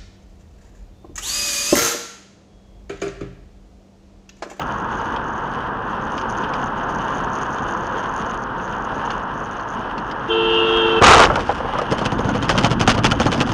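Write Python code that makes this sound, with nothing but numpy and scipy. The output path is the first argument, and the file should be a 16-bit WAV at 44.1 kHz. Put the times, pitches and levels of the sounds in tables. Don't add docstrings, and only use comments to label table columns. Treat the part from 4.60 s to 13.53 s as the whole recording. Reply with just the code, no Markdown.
import sys
import numpy as np
from scipy import signal
from scipy.fft import rfft, irfft
from scipy.io import wavfile

SR = 44100
rng = np.random.default_rng(int(sys.argv[2]) if len(sys.argv) > 2 else 0)


def to_linear_factor(level_db):
    exponent = np.asarray(level_db, float) / 20
    return 10 ** exponent


def pcm_store(signal):
    levels = np.round(np.clip(np.atleast_2d(signal), -1, 1) * 32767)
    wavfile.write(sys.argv[1], SR, levels.astype(np.int16).T)


N = 393813

HORN_S, HORN_RISE_S, HORN_HOLD_S, HORN_FALL_S = 5.645, 0.051, 0.698, 0.03
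HIT_S, PART_S = 6.413, 6.655
BOUNCE_S = 0.0082


def rms_one(x):
    return x / np.sqrt(np.mean(x ** 2) + 1e-20)


def in_time(rows):
    s, *columns = np.transpose(rows)
    return [np.interp(np.arange(N) / SR, s, c) for c in columns]


def during(rows):
    t = np.arange(N) / SR
    return (t >= rows[0][0]) & (t <= rows[-1][0])


def shape_db(start, rise, hold, fall):
    s = np.cumsum([start, 1e-4, max(rise, 1e-3), max(hold, 1e-3), max(fall, 1e-3), 1e-4])
    return np.interp(np.arange(N) / SR, s, [-200, -40, 0, 0, -40, -200])


def drift(rate):
    r = np.exp(-2 * np.pi * rate / SR)
    return rms_one(signal.lfilter([1], [1, -2 * r, r * r], rng.standard_normal(N + SR))[SR:])


def colour(x, spectrum):
    hz, level_db = np.transpose(spectrum)
    grid = np.maximum(np.fft.rfftfreq(8192, 1 / SR), 1)
    cepstrum = irfft(np.log(to_linear_factor(np.interp(np.log(grid), np.log(hz), level_db))))
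    cepstrum[1:4096] *= 2
    cepstrum[4097:] = 0
    response = irfft(np.exp(rfft(cepstrum)))
    return signal.fftconvolve(x, response / np.sqrt(np.sum(response ** 2)))[:N]


def resonate(x, modes):
    out = 0
    for k, (hz, width, level_db) in enumerate(modes):
        r = np.exp(-np.pi * width / SR)
        a = [1, -2 * r * np.cos(2 * np.pi * hz / SR), r * r]
        b = np.array([1, 0, -1]) * (1 - r * r) / 2
        out = out + (-1) ** k * to_linear_factor(level_db) * signal.lfilter(b, a, x + 1e-18)
    return out


def resonate_twice(x, mode):
    hz, width, _ = mode
    return resonate(resonate(x, [mode]), [(hz, width, 0)])


def dull(x, hz):
    return signal.sosfilt(signal.butter(4, hz, fs=SR, output="sos"), x)


def grains(per_s, spread_db):
    sizes = to_linear_factor(spread_db * np.minimum(rng.exponential(1, N), 4)) * rng.choice([-1, 1], N)
    return sizes * (rng.random(N) < per_s / SR)


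def beats(hz, wander):
    cycles = np.cumsum(hz * (1 + wander * drift(40)) / SR)
    return np.diff(np.floor(cycles), prepend=0) > 0


def clicks_at(times, level_db):
    out = np.zeros(N)
    out[np.round(np.array(times) * SR).astype(int)] = to_linear_factor(level_db)
    return out


def die_away(x, t60):
    return signal.lfilter([1], [1, -to_linear_factor(-60 / (t60 * SR))], x + 1e-18)


def bursts(times, level_db, t60, click):
    start = clicks_at(times, level_db)
    puff = signal.lfilter([0.03], [1, -0.97], die_away(start, t60))
    return click * start + puff * rng.standard_normal(N)


# time_s, level_db
ROAD = [(0.0, -24), (0.76, -25), (1.6, -24.5), (1.9, -23), (3.2, -24), (4.2, -26), (4.5, -24),
        (5.01, -27.5), (5.56, -26), (6.38, -22), (6.85, -28), (7.13, -26), (8.07, -28), (8.93, -30)]
# pitch_hz, level_db (per Hz)
ROAR_TONE = [(150, -35.5), (250, -8), (356, -5.5), (389, -5), (526, -3.5), (598, -7.5), (929, 0.5),
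             (986, 0.5), (1640, -4.5), (2180, -30.5), (2600, -28.5), (3380, -54), (5720, -120)]
RUMBLE_TONE = [(12, -53), (20, -1), (44, 4), (75, -5.5), (130, -1), (162, -4.5), (219, 0.5), (420, -13.5),
               (550, -25), (920, -120)]
HISS_TONE = [(1100, -26), (1900, -5), (2200, -15), (2980, -2.5), (4000, -22), (5300, -24), (6600, -26),
             (7300, -48.5), (9300, -28.5), (11000, -43.5), (13000, -28.5), (16000, -50)]
# pitch_hz, width_hz, level_db
CABIN = [(911, 10, -11.5), (1045.5, 17, -3.5)]


def road():
    (roar_db,), t = in_time(ROAD), np.arange(N) / SR
    wobble_db = np.clip(13.5 * (t - 6.87), 0, 15)
    honking = to_linear_factor(shape_db(HORN_S, HORN_RISE_S, HORN_HOLD_S, HORN_FALL_S))
    leak_db = 7 * (t > HIT_S) + 5 * honking
    surface = drift(2)
    rumble_db = roar_db - 7 + wobble_db + 1.3 * drift(15)
    hiss_db = roar_db - 21 + leak_db + 1.2 * surface + 1.5 * drift(12)
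    tread, body, air = rng.standard_normal((3, N))
    roar = rms_one(colour(tread + 3.7 * resonate(tread, CABIN), ROAR_TONE))
    rumble = colour(body, RUMBLE_TONE)
    hiss = colour(air + 0.63 * rms_one(grains(370, spread_db=4.5)), HISS_TONE)
    return to_linear_factor(roar_db - 0.5 + surface / 2) * roar + to_linear_factor(rumble_db) * rumble + to_linear_factor(hiss_db) * hiss


CLIP_TONE = [(2600, -51.5), (4400, -3.5), (5200, -6.5), (5600, -0.5), (6400, 10.5), (6900, 0.5),
             (7300, -42.5), (8100, -35.5), (8700, -6.5), (9200, -10.5), (10000, -7), (11000, -37),
             (22000, -100)]
# start_s, length_s, level_db
BUZZ = [(0.0, 0.54, -54.5), (0.625, 0.38, -55.5), (1.256, .09, -56), (1.422, 0.2, -50.5),
        (1.696, .41, -51.5), (2.168, 1.67, -49), (3.988, .27, -52.5), (4.334, 0.3, -51),
        (4.733, .48, -52.5), (1.697, 0.0092, -42), (5.4, .9, -61.5)]


def loose_clip():
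    shaking = np.clip(0.7 + 0.4 * drift(45) + 0.35 * drift(12), 0.02, 1.1)
    hits = beats(138, wander=0.2) * shaking * to_linear_factor(1.5 * rng.standard_normal(N))
    chatter = signal.lfilter([1], [1, -0.92], hits + 1e-18) * rng.standard_normal(N)
    slap_s, blow_db = np.transpose(SLAPS + GRAZES)[:2]
    jolted = die_away(clicks_at(slap_s, blow_db - 28), t60=0.15)
    edge_s, spells = 0.03, 0
    for start, length, level_db in BUZZ:
        spells = spells + to_linear_factor(level_db + shape_db(start - edge_s, edge_s, length, edge_s))
    return colour((spells + jolted) * rms_one(chatter), CLIP_TONE)


# pitch_hz, level_db (per Hz)
CRACK_TONE = [(700, -20), (1400, 1.5), (2170, -6), (3000, -0.5), (4000, -13.5), (5100, -10), (6400, -14),
              (8200, -25.5), (9300, -19.5), (10700, -37), (12300, -15.5), (16000, -37)]
# pitch_hz, width_hz, level_db
TRIM = [(2670, 1930, -3), (3150, 620, -0.5), (4320, 370, -7), (4950, 510, -7.5)]


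def cracks(table, t60):
    s, level_db = np.transpose(table)
    snap_db = level_db - 5 + 0.47 * (level_db + 12.5)
    out = colour(bursts(s, snap_db, t60, click=8.1), CRACK_TONE)
    piece = rng.integers(0, len(TRIM), len(s))
    for k, mode in enumerate(TRIM):
        struck = bursts(s[piece == k], level_db[piece == k] + 6.5, t60, click=4.3)
        out += resonate_twice(struck, mode)
    return out


# time_s, peak_db
TICKS = [(0.398, -29), (0.5625, -21.5), (1.5795, -18), (1.613, -22.5), (1.7933, -35), (1.838, -23),
         (1.937, -18.5), (1.953, -30), (2.9835, -25), (4.5044, -18), (4.996, -27.5), (5.3797, -20),
         (5.5126, -20.5)]


def ticks():
    return to_linear_factor(-0.5) * signal.lfilter(*signal.butter(2, 5200, fs=SR), cracks(TICKS, t60=0.049))


def diaphragm(hz, partials, level_db, drive_db=0):
    phase = 2 * np.pi * np.cumsum(hz * (1 + 0.0009 * drift(25))) / SR
    out = 0
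    for multiple, part_db in partials:
        waver_db = min(0.53 + multiple / 4, 2.5) * drift(19)
        late_db = 0.16 * multiple * drive_db
        gain = np.sqrt(2) * to_linear_factor(level_db + part_db + late_db + waver_db)
        out = out + gain * np.sin(round(multiple) * phase)
    return out


# multiple (of the horn's pitch), level_db
LOW_HORN = [(1, 0.5), (2, -17), (8, -8.5), (10, -14), (11, -27)]
HIGH_HORN = [(1, -1), (2, -15.5), (3, -11), (4, -30), (6, -11.5), (7, -8.5), (8, -32)]
# pitch_hz, width_hz, level_db
DISC = [(3160, 80, -6), (2620, 60, -11.5), (2950, 300, -5)]


def horns():
    low_db, high_db, disc_db = (shape_db(HORN_S + lag, HORN_RISE_S, HORN_HOLD_S - lag, HORN_FALL_S)
                                for lag in (0, 0.01, 0.025))
    disc = rms_one(dull(resonate(rng.standard_normal(N), DISC), 4200))
    low = diaphragm(345.7, LOW_HORN, low_db - 25.5, low_db)
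    high = diaphragm(448.1, HIGH_HORN, high_db - 19, high_db)
    return low + high + to_linear_factor(disc_db - 34.5) * disc


# time_s, factor
DOPPLER = [
    (5.72, 1.014),
    (5.9, 1.002),
    (6.07, .991),
    (6.2, .979),
    (6.3, .958),
    (6.41, .91),
]
# multiple (of the horn's pitch), level_db
FAR_LOW = [(8, -3), (9, 3), (10, -9)]
FAR_HIGH = [(7, 2.5), (8, -24), (9, -28)]


def swell_db(top_db, top_s):
    t = np.arange(N) / SR
    shade_db = np.minimum(60 * (t - top_s), 10.5)
    return top_db - np.where(t < top_s, 72 * (top_s - t), shade_db)


def crossing_horns():
    (doppler,) = in_time(DOPPLER)
    low = diaphragm(366.2 * doppler, FAR_LOW, swell_db(-28, top_s=6.17))
    high = diaphragm(406.4 * doppler, FAR_HIGH, swell_db(-25, top_s=5.98))
    return (low + high) * during(DOPPLER)


# time_s, level_db
CRUNCH = [
    (6.413, -43),
    (6.418, -2),
    (6.431, -9),
    (6.475, 4.5),
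    (6.52, -2.5),
    (6.56, -3.5),
    (6.59, -1.5),
    (6.645, -3.5),
    (6.69, -30),
]
# pitch_hz, width_hz, level_db
PANEL = [(665, 140, -17.5), (950, 410, -10), (1255, 190, -7), (1543, 370, -16.5), (467, 174, -12.5)]
# pitch_hz, level_db (per Hz)
GRIT_TONE = [(1000, -49), (1700, -1), (2710, 5.5), (2970, 10.5), (4200, -1), (7140, -8), (9260, -77),
             (10500, -61), (12500, -38.5), (15800, -80)]


def crunch():
    (panel_db,), t = in_time(CRUNCH), np.arange(N) / SR
    since = np.maximum(t - HIT_S, 0)
    slips = rms_one(grains(2500, spread_db=6))
    panel = rms_one(resonate(slips * to_linear_factor(2.5 * drift(70)), PANEL))
    rise_s = 0.034
    grit_db = -5 - 50 * since + shape_db(HIT_S, rise_s, PART_S - HIT_S - rise_s, 0.036)
    judder = 0.75 * np.clip((t - 6.48) / 0.065, 0, 1)
    shudders = signal.lfilter([1], [1, -0.97], beats(140.6, wander=0.23))
    pulses = rms_one(shudders * rng.standard_normal(N))
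    grit = colour((1 - judder) * slips + judder * pulses, GRIT_TONE)
    shards_db = -40.5 + shape_db(PART_S, 0.02, 6.97 - PART_S, 0.1)
    shards = colour(rms_one(grains(790, spread_db=2)), CRACK_TONE)
    body = [(40.4, 17.5, 0.5), (74, 55, -3), (231, 510, -12.0)]
    thud = rms_one(dull(resonate(rng.standard_normal(N), body), 580))
    thud_gain = to_linear_factor(-5.5 - 60 * since / 0.04) + to_linear_factor(-9.5 - 39.5 * since)
    thud_gain = thud_gain * np.minimum(since / 0.0053, 1)
    return (to_linear_factor(panel_db) * panel * during(CRUNCH) + to_linear_factor(grit_db) * grit
            + thud_gain * thud + to_linear_factor(shards_db) * shards)


# pitch_hz, level_db (per Hz)
KNOCK_TONE = [(180, -11.5), (300, -6), (379, -5.5), (495, 7), (1200, 3), (1410, -1), (2200, -15),
              (2860, -24), (4840, -120)]


def knocks(table):
    s, level_db, ring_hz = np.transpose(table)
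    out = colour(bursts(s, level_db - 8.5, t60=0.11, click=8.1), KNOCK_TONE)
    t = np.arange(2000) / SR
    shape = (1 - np.exp(-t / 0.0017)) * to_linear_factor(-60 * t / 0.05)
    for start, gain, hz in zip(np.round(s * SR).astype(int), to_linear_factor(level_db - 0.5), ring_hz):
        ring = gain * shape * np.sin(2 * np.pi * hz * t)
        out[start:start + len(t)] += ring[:N - start]
    return out


# time_s, knock_db, ring_hz, crack_db
DEBRIS = [(6.416, -4, 1194, -23), (6.424, -8, 810, -12), (6.434, -6, 1280, -10), (6.683, -30, 1100, -26),
          (6.7, -5, 1320, -34), (6.74, -17, 1360, -27), (6.757, -9, 1440, -15.5), (6.774, -12.5, 950, -40),
          (6.793, -12, 978, -21), (6.807, -28, 978, -20), (6.871, -30, 800, -25), (6.892, -5.5, 806, -25),
          (6.914, -30, 666, -22), (7.004, -13.5, 523, -40), (7.047, -13, 480, -37),
          (7.088, -17.5, 770, -33), (7.136, -13.5, 840, -24), (7.152, -16, 1029, -40),
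          (7.186, -9.5, 1235, -18.5), (7.216, -13, 486, -20)]


def debris():
    s, knock_db, ring_hz, crack_db = np.transpose(DEBRIS)
    touches = np.concatenate([np.c_[s, crack_db], np.c_[s + BOUNCE_S, crack_db - 5]])
    return knocks(np.c_[s, knock_db, ring_hz]) + cracks(touches, t60=0.024)


# time_s, blow_db, crack_db, ring_hz, rattle_s
SLAPS = [(7.383, -16.5, -18, 533, 0.018), (7.413, -15, -23.5, 1270, 0.036), (7.52, -14, -21, 504, .015),
         (7.591, -12, -21, 487, 0.0077), (7.646, -14, -26, 490, 0.028), (7.826, -15, -18, 520, 0.033),
         (7.893, -7, -9, 1255, 0.032), (7.95, -12.5, -23, 560, .025), (8.011, -24, -18.5, 850, 0.014),
         (8.276, -2, -6, 752, .05), (8.379, -12.5, -17, 480, 0.017), (8.444, -6, -7, 850, .03),
         (8.6, -7.5, -12, 508, 0.038), (8.745, -18.5, -19, 676, 0.024), (8.778, -20, -19.5, 600, 0.014),
         (8.892, -19, -18.5, 1380, .02), (8.918, -17.5, -18, 867, 0.012)]
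GRAZES = [(7.322, -7.5, -15.5, 456, 0.011), (7.461, -15, -14, 510, .01), (7.691, -12.5, -23, 1446, .015),
          (7.754, -13, -20.5, 504, .02), (7.985, -9.5, -9.5, 1084, 0.011), (8.046, -4.5, -9.5, 824, 0.024),
          (8.115, -12, -14.5, 1340, 0.018), (8.212, -10.5, -10.5, 540, 0.019),
          (8.35, -14.5, -18, 865, 0.011), (8.519, -11.5, -10.5, 1400, 0.0073), (8.666, -9, -14, 840, 0.013),
          (8.727, -13, -13, 503, 0.014), (8.812, -10.5, -10.5, 515, 0.017), (8.874, -18, -20.5, 770, .01)]
# pitch_hz, width_hz, level_db
FLOOR = [(111.5, 27, 7.5), (172, 64, 5), (235, 119, 2.5), (308, 32, -30)]


def slaps():
    s, blow_db, crack_db, ring_hz, rattle_s = np.array(SLAPS + GRAZES).T[:, :, None]
    grazed = np.arange(len(s))[:, None] >= len(SLAPS)
    order = np.arange(-2, 7)
    after = BOUNCE_S * (order + rng.uniform(-0.25, 0.25, (len(s), 9))) * (order != 0)
    lead_loss = np.where(grazed, 2.5, 11) / BOUNCE_S ** 2
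    loss_db = np.where(after > 0, 8.5 / rattle_s ** 2, lead_loss) * after ** 2
    uneven_db = 2.9 * rng.exponential(1, after.shape) * (after > 0)
    touches = np.c_[(s + after).ravel(), (crack_db - loss_db - uneven_db).ravel()]
    knock_s = s - 0.00295 * grazed
    thump_s = s - 0.00807 * grazed
    rebound_hz = 470 * to_linear_factor(rng.uniform(0, 9, s.shape))
    blows = np.concatenate([np.c_[knock_s, blow_db, ring_hz],
                            np.c_[knock_s + 0.015, blow_db - 8, rebound_hz]])
    thump = resonate(bursts(thump_s[:, 0], blow_db[:, 0] + 20, t60=0.027, click=4.1), FLOOR)
    end_s = (N - 1) / SR
    return (cracks(touches[touches[:, 0] < end_s], t60=0.029)
            + knocks(blows[blows[:, 0] < end_s]) + dull(thump, 730))


def scene():
    return (road() + loose_clip() + ticks() + horns() + crossing_horns() + crunch() + debris() + slaps())[None]


def roll_off(x):
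    return signal.sosfilt(signal.butter(12, 15900, fs=SR, output="sos"), x)


# pitch_hz, width_hz, level_db
HIGH_BAND = [(13000, 1000, -18.5)]


def record(dry):
    top, treble_hz = 0.62, 9750
    flat = dry / (1 + np.abs(dry / top) ** 6) ** (1 / 6)
    drooped = signal.lfilter(*signal.butter(1, 56, "high", fs=SR), flat)
    heard = dull(dull(drooped, treble_hz), treble_hz) + resonate_twice(drooped, HIGH_BAND[0])
    heard = heard / (1 + np.abs(heard / 0.96) ** 16) ** (1 / 16)
    return roll_off(heard)


dry = scene()
out = record(dry)
pcm_store(out)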